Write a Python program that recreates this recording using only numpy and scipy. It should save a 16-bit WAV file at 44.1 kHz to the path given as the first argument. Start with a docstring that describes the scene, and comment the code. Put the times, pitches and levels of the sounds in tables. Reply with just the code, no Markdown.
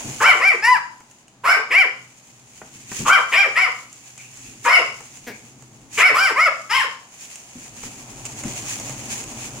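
"""A live room with a vinyl floor, a small puppy close below a stereo pair of microphones. From the start an
appliance hums faintly and paws slide and pad. The puppy yaps thirteen times in seven seconds, each yap an
arch of pitch, rough at its ends and clearer on top, answered by the walls. Claws tick from one second in;
around the middle, pads squeak on the vinyl and the puppy grunts once through its nose. Towards the end a
second puppy brushes past close to the microphones."""
import sys
import numpy as np
from scipy import signal
from scipy.fft import rfft, irfft, next_fast_len
from scipy.io import wavfile
from scipy.ndimage import map_coordinates

SR = 44100
rng = np.random.default_rng(int(sys.argv[2]) if len(sys.argv) > 2 else 0)


def bounce(signal):
    """Save signal as a 16-bit WAV file at the path given by the first command-line argument."""
    frames = np.transpose(np.atleast_2d(signal))
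    limited = np.clip(frames, -1, 1)
    pcm = np.round(limited * 32767).astype(np.int16)
    wavfile.write(sys.argv[1], SR, pcm)


N = 423360

# The hush of the room. Each row: frequency in Hz, noise density in dB.
HUSH_SPECTRUM = [(20, -17.5), (64, -11.5), (240, -1), (490, -15.5), (850, -13.5), (3300, -20), (6700, -22),
                 (12000, -44)]
# Movement on the floor. Each row: time in seconds, swish level in dB, relative padding level in dB.
SCUFFLE_LEVELS = [(0.0, -36.5, -39.5), (0.11, -34.5, -29), (0.19, -38.5, -39.5), (0.98, -58.5, -73.5),
                  (1.37, -64.5, -55.5), (2.05, -54, -78), (2.338, -55, -56), (3.04, -44.5, -42.5),
                  (3.88, -50, -74.5), (4.5, -47.5, -43.5), (5.0, -46.5, -51.5), (5.88, -58, -43.5),
                  (5.95, -49.5, -45.5), (7.05, -52.5, -68), (7.85, -43.5, -41), (8.22, -44.5, -38.5),
                  (8.5, -36, -35), (9.6, -42.5, -35)]
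# Paws and fur skidding. Each row: time of the peak in seconds, half length in seconds, level in dB.
SKID_EVENTS = [(0.23, 0.011, -30.5), (2.98, 0.057, -34), (3.087, .02, -26.5), (4.661, .018, -34.5),
               (5.959, 0.029, -36), (6.002, 0.018, -28), (6.714, 0.011, -42), (7.232, .04, -44.5),
               (7.341, 0.048, -50), (7.852, 0.041, -43), (8.263, .008, -36), (8.576, 0.017, -37.5),
               (8.716, 0.034, -35.5), (9.117, .02, -33.5), (9.189, .03, -38), (9.45, 0.039, -41.5)]
# The hiss of sliding on vinyl. Each row: frequency in Hz, noise density in dB.
SWISH_SPECTRUM = [(800, -19.5), (1500, -13), (2500, -3), (3800, -12.5), (5500, -8), (6700, 2), (8400, -9.5),
                  (10000, -12), (12400, -25.5), (15500, -23)]
# The dull shuffle of pads. Each row: frequency in Hz, noise density in dB.
PADDING_SPECTRUM = [(15, -35.5), (40, -4), (80, -12.5), (125, 7.5), (170, -11.5), (230, 1), (450, -13),
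                    (1000, -57)]
# The second puppy near the microphones. Each row: time in seconds, level in dB.
BRUSH_LEVELS = [(0, -43), (.9, -64.5), (7.4, -58), (7.9, -52.5), (8.55, -45), (9.6, -45.5)]
# Its rubbing coat. Each row: frequency in Hz, noise density in dB.
FUR_SPECTRUM = [(180, -27), (300, -7.5), (800, 2.5), (2500, -19), (4500, -61)]
# Paws landing. Each row: time in seconds, relative level in dB.
PAW_LANDINGS = [(0.047, -21.5), (2.615, -39.5), (2.741, -37.5), (2.996, -17), (7.556, -27.5), (7.848, -28),
                (8.447, -16.5), (8.928, -31)]
# The thud of a paw. Each row: frequency in Hz, noise density in dB.
THUD_SPECTRUM = [(25, -6.5), (70, -11.5), (130, -0.5), (250, 3.5), (450, -13.5), (1500, -25.5),
                 (5000, -59.5)]
# The yaps. Each row: start in seconds, rise in seconds, pitch in Hz at the start, top and end, time scale
# of the fall in seconds, relative level in dB, fade in dB per octave fallen, roughness from 0 to 1 at the
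# start and top, low throat resonance in dB at the start, top and end, then, all in dB, halfway tones,
# edge near 3 kHz, treble, left minus right, room level.
YAP_EVENTS = [ (0.197, 0.085, 336.5, 771.3, 285, .096, -9, 18, 0.52, 0.22, 18, 7, 16, -31, 4.5, 5, -1, -3.5),
              (0.391, 0.085, 390.7, 795, 310, .092, -10.5, 15.5, 0.4, 0.034, 1, -8, 4, -21.5, -9, -1.5, -0.5, -6),
              (0.618, 0.097, 802.4, 1009, 462, .098, -10.5, 24, .2, 0.05, -2.5, 5, 15, -11, -5.5, 3.5, 0, -8.5),
              (1.433, 0.082, 443.8, 767.5, 331, 0.078, -15, 18, .55, 0.26, 15, 5, 8, -23, -2.5, 5.5, -4.5, -0.5),
              (1.701, 0.091, 398.3, 780, 320, .09, -8, 25, .45, 0.027, -8, -7, 3, -12.5, -2, -1, -.5, -6.5),
              (3.048, 0.083, 298.1, 787.6, 400, .093, -11, 17.5, 0.79, .13, 21.5, 9.5, 17, -32, 8.5, 5, -1.5, -3.5),
              (3.312, 0.093, 430.4, 794.7, 292, .09, -10, 20, .7, .2, -2.5, -5.5, 8, -18.5, -0.5, -2, 0.5, -5),
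              (3.551, .069, 544.3, 762, 433, .102, -11.5, 27, .45, .18, -1, -0.5, 9, -14.5, 0, -0.5, 1, -4),
              (4.641, .093, 387, 757, 425, .09, -13.5, 22, .55, 0.06, 11, -5.5, 10, -32, 0.5, 3.5, -1.5, 2),
              (5.968, 0.092, 350.3, 759.3, 341, .082, -8, 23, .85, 0.052, -1.5, -4, 6, -32, -5, 0, 0, -3.5),
              (6.133, 0.1, 444.8, 789, 301, .11, -12, 16, 0.4, 0.093, 17, 8, 8.7, -40.5, 8, 11, -2.5, -6),
              (6.351, .095, 436.8, 742, 465, .071, -10.5, 11.5, .18, .06, 10, 0.5, 24, -45, -3.5, 3, -2, -5),
              (6.69, .082, 738, 1077, 387, .088, -14.5, 10, .3, 0.44, 3.5, 0, 6.7, -4, 10, 9.5, 2, -4.5), ]
# Resonances of throat and muzzle. Each row: frequency in Hz, gain in dB.
THROAT_RESPONSE = [(200, -20.5), (400, -6), (750, -14.5), (1050, 5.5), (1500, -5), (1750, 3.5), (2250, 7),
                   (2600, -4.5), (3100, -11), (3500, -29.5), (4200, -30), (5100, -13.5), (6200, -30.5),
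                   (7300, -28.5), (8600, -40.5), (10500, -28.5), (11800, -53.5), (15000, -40.5)]
# Turbulent air in the open mouth. Each row: frequency in Hz, noise density in dB.
BREATH_SPECTRUM = [(200, -37.5), (500, -21), (1150, 4), (1700, -21), (2350, 8.5), (3100, -1.5), (3800, -17),
                   (5200, -24), (6300, -25), (7400, -16.5), (8600, -24.5), (10400, -22), (15000, -34.5)]
# The ring of the room. Each row: frequency in Hz, time to die away by 60 dB in seconds.
ROOM_DECAY = [(200, 0.27), (800, 0.47), (2100, 0.38), (5500, 0.55), (14000, 0.2)]
# Claws striking. Each row: time in seconds, relative tick level in dB, level of the floor's tap in dB.
CLAW_STRIKES = [(1.0045, -36.5, -40.5), (1.1128, -29.5, -50), (1.2812, -30.5, -57.5), (2.6165, -57, -32),
                (2.9172, -41, -26.5), (3.9283, -24.5, -57), (4.1539, -36, -57), (4.1774, -22.5, -46.5),
                (4.372, -27, -49.5), (5.006, -26, -36.5), (5.1708, -26.5, -47.5), (5.624, -33.5, -46.5),
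                (7.357, -18, -56), (7.8354, -40.5, -32.5), (8.2533, -13, -39), (8.291, -24.5, -46),
                (8.4362, -15.5, -30), (8.799, -14.5, -33.5), (8.8947, -19, -29.5), (9.239, -19, -44.5)]
# The claw's tick and the floor's tap. Each row: frequency in Hz, noise density in dB.
TICK_SPECTRUM = [(1500, -11), (2700, 16), (4000, -6.5), (7000, 22), (15000, -19.5)]
TAP_SPECTRUM = [(200, -2), (800, 0.5), (2400, -8.0), (4000, -36.0)]
# Pads squeaking on vinyl. Each row: time of the peak in seconds, pitch in Hz, level in dB.
PAD_SQUEAKS = [(4.199, 2490, -42.5), (4.245, 2590, -47.5), (4.459, 2560, -47), (5.325, 2355, -41)]
# The course of the grunt. Each row: time in seconds, pitch in Hz, level in dB.
GRUNT_CONTOUR = [(5.267, 224.5, -41), (5.278, 243, -31.5), (5.324, 194.7, -42)]
# Resonances of the nose. Each row: frequency in Hz, gain in dB.
NOSE_RESPONSE = [(120, -8.5), (240, 2.5), (480, 0.5), (1200, -13), (1750, 0.5), (2600, -10.5), (3700, -17),
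                 (15000, -16)]
# The unequal colour of the two microphones. Each row: frequency in Hz, left minus right in dB.
MIC_BALANCE = [(500, 2), (1200, 3), (5000, 1), (9000, -1.5), (14000, -11.5)]

TOP_HZ = 15800
ATTACK_S, ATTACK_DB = 0.022, 12.5  # the level leaps as the folds burst open
SWELL_DB_PER_OCT = 8  # the level climbs with the pitch
CLEAR_SHARE, BREAK_SHARE = 0.2, 0.48  # shares of the rise: clear below the top, strain easing before that
JAW_CLOSE_OCT, END_ROUGH = 0.62, 0.48  # fall over which the slack end takes over, and its roughness


def amp(db):
    """Decibels to gain."""
    return 10 ** (np.asarray(db) / 20)


def unit(x):
    """Scale to rms 1."""
    return x / np.sqrt(np.mean(x ** 2) + 1e-20)


def along(points, hz):
    """Read (Hz, value) points on a log frequency axis."""
    knots_hz, values = np.transpose(points)
    return np.interp(np.log(hz + 1), np.log(knots_hz + 1), values)


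def curves(rows, t):
    """Each column after the time, read at the times t."""
    times, *columns = np.transpose(rows)
    return [np.interp(t, times, column) for column in columns]


def wobble(rate, size):
    """A smooth random curve with rate knots a second."""
    knots = rng.standard_normal(int(size * rate / SR) + 4)
    return map_coordinates(knots, [np.arange(size) * rate / SR], mode="nearest")


def filtered(x, response):
    """Filter x by a gain given as a function of Hz."""
    n = x.shape[-1]
    padded = next_fast_len(n + 8192)
    return irfft(rfft(x, padded) * response(np.fft.rfftfreq(padded, 1 / SR)), padded)[..., :n]


def noise(spectrum, size):
    """Coloured noise of rms 1."""
    return unit(filtered(rng.standard_normal(size), lambda hz: amp(along(spectrum, hz))))


def spread(hz):
    """Mid and side gains of diffuse sound at two closely spaced microphones: the bass is nearly mono."""
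    alike = .97 * np.sinc(hz / 1700)
    return np.sqrt([(1 + alike) / 2, (1 - alike) / 2])


def diffuse(spectrum, size):
    """Stereo noise whose mid has rms 1."""
    white = rng.standard_normal((2, size))
    mid, side = filtered(white, lambda hz: amp(along(spectrum, hz)) * spread(hz))
    return np.array([mid + side, mid - side]) / np.std(mid)


def add(track, start_s, sound):
    """Mix a sound into a track."""
    part = track[..., max(round(start_s * SR), 0):][..., :sound.shape[-1]]
    part += sound[..., :part.shape[-1]]


def room(x, gap_s=0.0024):
    """The walls' answer at the microphones: a decaying tail, new for each place the puppy stands."""
    hz, t, bins = signal.stft(rng.standard_normal((2, SR // 2)), SR, nperseg=256)
    decay = amp(-60 * t / along(ROOM_DECAY, hz)[:, None])
    mid, side = signal.istft(bins * spread(hz)[:, :, None] * decay, SR, nperseg=256)[1]
    onset = np.clip(np.arange(len(mid)) / SR / gap_s - 1, 0, 1)
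    tail = np.array([mid + side, mid - side]) * onset
    return signal.fftconvolve(x[None], tail / np.linalg.norm(tail[0]), axes=1)


def room_tone(hum_hz=126, hum_db=-60, hush_db=-58):
    """An appliance's wavering low hum over the hush of the room."""
    t = np.arange(N) / SR
    waver = 0.67 + wobble(2.8, N) + 1j * wobble(30, N)
    hum = unit(np.real(waver * np.exp(2j * np.pi * hum_hz * t)))
    return amp(hum_db) * hum + amp(hush_db) * diffuse(HUSH_SPECTRUM, N)


def scuffling(grain_db=1.5):
    """Paws and fur slide over the vinyl in tiny catches, over a dull shuffle and the brush of a coat."""
    t = np.arange(N) / SR
    slide_db, pad_db = curves(SCUFFLE_LEVELS, t)
    stroke = wobble(28, N)
    skids = sum(amp(db) * np.exp(-((t - peak_s) / half_s) ** 2) for peak_s, half_s, db in SKID_EVENTS)
    slide = amp(slide_db + 1.8 * stroke) + skids
    catches = 1 + 0.18 * np.maximum(wobble(160, N) - 1, 0) ** 2  # now and then a claw snags
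    swish = slide * catches * amp(grain_db * wobble(700, N)) * diffuse(SWISH_SPECTRUM, N)
    pads = amp(pad_db - 5.5 + 1.3 * wobble(22, N)) * diffuse(PADDING_SPECTRUM, N)
    return swish * amp([[-.5], [.3]]) + pads + fur_brush(t, stroke)


def fur_brush(t, stroke):
    """The second puppy's coat rubs by at close range, briefly at the start and again towards the end."""
    brush_db, = curves(BRUSH_LEVELS, t)
    return amp(brush_db + 0.42 * stroke + 0.78 * wobble(150, N)) * diffuse(FUR_SPECTRUM, N)


def paw_thuds(t60_s=0.28, rise_s=0.0074):
    """Soft pads land on the floor with a low thud."""
    out, t = np.zeros((2, N)), np.arange(SR // 5) / SR
    for time_s, db in PAW_LANDINGS:
        envelope = amp(db - 8 - 60 * t / t60_s) * (1 - np.exp(-t / rise_s))
        add(out, time_s - .004, envelope * diffuse(THUD_SPECTRUM, len(t)))
    return out


def pitch_arch(rise_s, start_hz, top_hz, end_hz, fall_s, fade_db_per_oct):
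    """One push of effort: the pitch climbs a bell curve and slides down another until the voice stops."""
    t = np.arange(0, rise_s + fall_s * np.sqrt(np.log(top_hz / end_hz)), 1 / SR)
    rise_left = np.clip(1 - t / rise_s, 0, 1)
    below_oct = np.log2(top_hz / start_hz) * rise_left ** 2
    fallen_oct = (np.maximum(t - rise_s, 0) / fall_s) ** 2 / np.log(2)
    pitch = top_hz / 2 ** (below_oct + fallen_oct)
    attack_left = np.clip(1 - t / ATTACK_S, 0, 1)
    shape_db = -ATTACK_DB * attack_left - SWELL_DB_PER_OCT * below_oct - fade_db_per_oct * fallen_oct
    return t, pitch, shape_db, rise_left, fallen_oct


def low_band(hz):
    """Weight of the low throat resonance, with a skirt that reaches down to the bass."""
    return np.clip((1950 - hz) / 400, 0, 1) * np.clip((hz - 600) / 300, 0.54, 1)


def edge_band(hz):
    """Weight of the voice's edge near 3 kHz."""
    return np.exp(-((hz - 3050) / 450) ** 2)


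def high_band(hz):
    """Weight of the voice's treble."""
    return np.clip((hz - 3200) / 1000, 0, 1)


def vocal_folds(t, pitch, phase, rough, halves, bands, chest_db=15, closing_db=-7, sub_db=-11):
    """Harmonics and the tones halfway between them sweep through the throat; gives sound and power."""
    # the jaw closes as the pitch falls: the fundamental takes over and the top dims
    closed = np.clip((700 - pitch) / 250, 0, 1) * np.clip((t - t.mean()) / 0.03, .35, 1)
    n = len(t)
    voiced, power = np.zeros(n), np.zeros(n)
    for k in range(1, 44):  # even k are harmonics, odd k halfway tones
        hz = k / 2 * pitch
        high = high_band(hz)
        mouth_db = sum(db * band(hz) for band, db in bands) + sub_db * (k == 1)
        jaw_db = closed * (chest_db if k == 2 else closing_db * high)
        drift_db = 2.8 * wobble(50.8, n)
        gain = amp(along(THROAT_RESPONSE, hz) + mouth_db + jaw_db + drift_db)
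        gain *= (halves if k % 2 else 1) * (hz < TOP_HZ)
        # high overtones are ragged even in a clear yap; the throat shifts the phase of each
        ragged = rough * (1 + 2 * high) + .7 * np.clip((hz - 3000) / 9000, 0, 1)
        smear = ragged * (wobble(329.6, n) + 1j * wobble(329.2, n))
        gain /= np.hypot(1, ragged * high)
        voiced += gain * np.real((1 + smear) * np.exp(1j * (k / 2 * phase + rng.uniform(0, 2 * np.pi))))
        power += gain ** 2 * (1 / 2 + ragged ** 2)
    return voiced, power


def breath(phase, bands):
    """Turbulent air escapes through the mouth in a puff at each opening of the folds."""
    air = noise(BREATH_SPECTRUM, len(phase))
    air = air + sum(filtered(air, band) * (amp(db) - 1) for band, db in bands)
    return unit(air * (1 + 0.29 * np.cos(phase)))


def yap(rise_s, start_hz, top_hz, end_hz, fall_s, level_db, fade_db_per_oct, start_rough, top_rough,
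        start_low_db, top_low_db, end_low_db, halves_db, edge_db, bright_db,
        jitter=0.046, shimmer_db=1.5, chaos_db=-15, hoarse_db=-33, resonance_lift=0.14):
    """Folds and breath pass from a strained, noisy start over a clearer top to a slack, rough end."""
    t, pitch, shape_db, rise_left, fallen_oct = pitch_arch(
        rise_s, start_hz, top_hz, end_hz, fall_s, fade_db_per_oct)
    n = len(t)
    strain = np.clip((rise_left - CLEAR_SHARE) / BREAK_SHARE, 0, 1)
    slack = np.clip(fallen_oct / JAW_CLOSE_OCT, 0, 1)
    blend = lambda start, top, end: top + (start - top) * strain + (end - top) * slack
    rough = np.clip(blend(start_rough, top_rough, END_ROUGH), .03, .95)
    low_db = blend(start_low_db, top_low_db, end_low_db)
    treble_db = bright_db + strain  # full strain adds 1 dB of bite
    bands = [(low_band, low_db), (edge_band, edge_db), (high_band, treble_db)]
    envelope = amp(level_db + shape_db + shimmer_db * wobble(58.4, n))
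    pitch = pitch * (1 + jitter * rough * wobble(421.3, n) + 0.006 * wobble(90, n))
    phase = 2 * np.pi * np.cumsum(pitch) / SR
    # on the way up the folds may beat strong-weak, adding tones halfway between the harmonics
    halves = amp(chaos_db) * rough + amp(halves_db) * np.clip(rise_left / 0.05, 0, 1)
    voiced, power = vocal_folds(t, pitch, phase, rough, halves, bands)
    air = breath(phase, bands)
    air_share = rough ** 1.39
    voice = np.sqrt(1 - air_share ** 2) * voiced / np.sqrt(power) + air_share * air
    # the voice swells as a harmonic meets a resonance
    top_power = np.mean(power[strain + slack < .1])
    swell = (power / top_power) ** (resonance_lift / 2)
    hoarse_hiss = amp(hoarse_db + treble_db) * unit(filtered(air, high_band))
    fade = np.clip(np.minimum(t, t[-1] - t) / 0.011, 0, 1)
    return fade * envelope * (swell * voice + hoarse_hiss)


def barking(direct_db=-3.0, lag_s=.000028, beam_db=-4):
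    """Each yap arrives straight from the muzzle, at the right microphone first, then from the walls."""
    out = np.zeros((2, N))
    for start_s, *voice, pan_db, room_db in YAP_EVENTS:
        direct = yap(*voice)
        delayed = filtered(direct, lambda hz: np.exp(-2j * np.pi * hz * lag_s))
        add(out[0], start_s, delayed * amp(direct_db + pan_db / 2))
        add(out[1], start_s, direct * amp(direct_db - pan_db / 2))
        # the muzzle beams its treble forward, so less of it reaches the walls
        stray = filtered(direct, lambda hz: amp(room_db + along([(3000, 0), (5000, beam_db)], hz)))
        add(out, start_s, room(stray))
    return out


def claw_ticks(tick_t60_s=.02, tap_t60_s=.04, room_db=-5):
    """Hard claws tick and the floor answers with a tap, a little right of centre."""
    out, t = np.zeros((2, N)), np.arange(SR // 5) / SR
    for time_s, tick_db, tap_db in CLAW_STRIKES:
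        tick = amp(tick_db - 10 - 60 * t / tick_t60_s) * noise(TICK_SPECTRUM, len(t))
        tap = amp(tap_db - 60 * t / tap_t60_s) * noise(TAP_SPECTRUM, len(t))
        add(out, time_s, (tick + tap) * amp([[-1], [1]]))
        add(out, time_s, amp(room_db) * room(tick + tap))
    return out


def pad_squeaks(half_s=0.017, waver=0.057, room_db=0.5):
    """A pad sticks and slips on the vinyl for a moment: a short, wavering chirp."""
    out, t = np.zeros((2, N)), np.arange(-SR // 20, SR // 20) / SR
    for peak_s, hz, db in PAD_SQUEAKS:
        phase = 2 * np.pi * np.cumsum(hz * (1 + waver * wobble(500, len(t)))) / SR
        chirp = amp(db) * np.exp(-(t / half_s) ** 2) * np.sin(phase)
        add(out, peak_s + t[0], chirp)
        add(out, peak_s + t[0], amp(room_db) * room(chirp))
    return out


def grunt(jitter=.035, puff=.55, room_db=-7):
    """With the mouth closed, a short low buzz and a puff of air leave through the nose."""
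    out, t = np.zeros((2, N)), np.arange(GRUNT_CONTOUR[0][0], GRUNT_CONTOUR[-1][0], 1 / SR)
    pitch, db = curves(GRUNT_CONTOUR, t)
    phase = 2 * np.pi * np.cumsum(pitch * (1 + jitter * wobble(200, len(t)))) / SR
    buzz = unit(sum(amp(along(NOSE_RESPONSE, k * pitch)) * np.cos(k * phase) for k in range(1, 30)))
    direct = amp(db) * (buzz + puff * noise(NOSE_RESPONSE, len(t)))
    add(out, t[0], direct)
    add(out, t[0], amp(room_db) * room(direct))
    return out


def scene():
    """Voice, feet and room as they reach the microphones."""
    return barking() + grunt() + claw_ticks() + paw_thuds() + pad_squeaks() + scuffling() + room_tone()


def record(dry):
    """The stereo pair: each microphone's colour, a soft ceiling on the loudest peaks, a band limit."""
    coloured = filtered(dry, lambda hz: amp(along(MIC_BALANCE, hz) * np.array([[.5], [-.5]])))
    limited = coloured / (1 + np.abs(coloured) ** 8) ** (1 / 8)
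    return filtered(limited, lambda hz: hz < TOP_HZ)


dry = scene()
out = record(dry)
bounce(out)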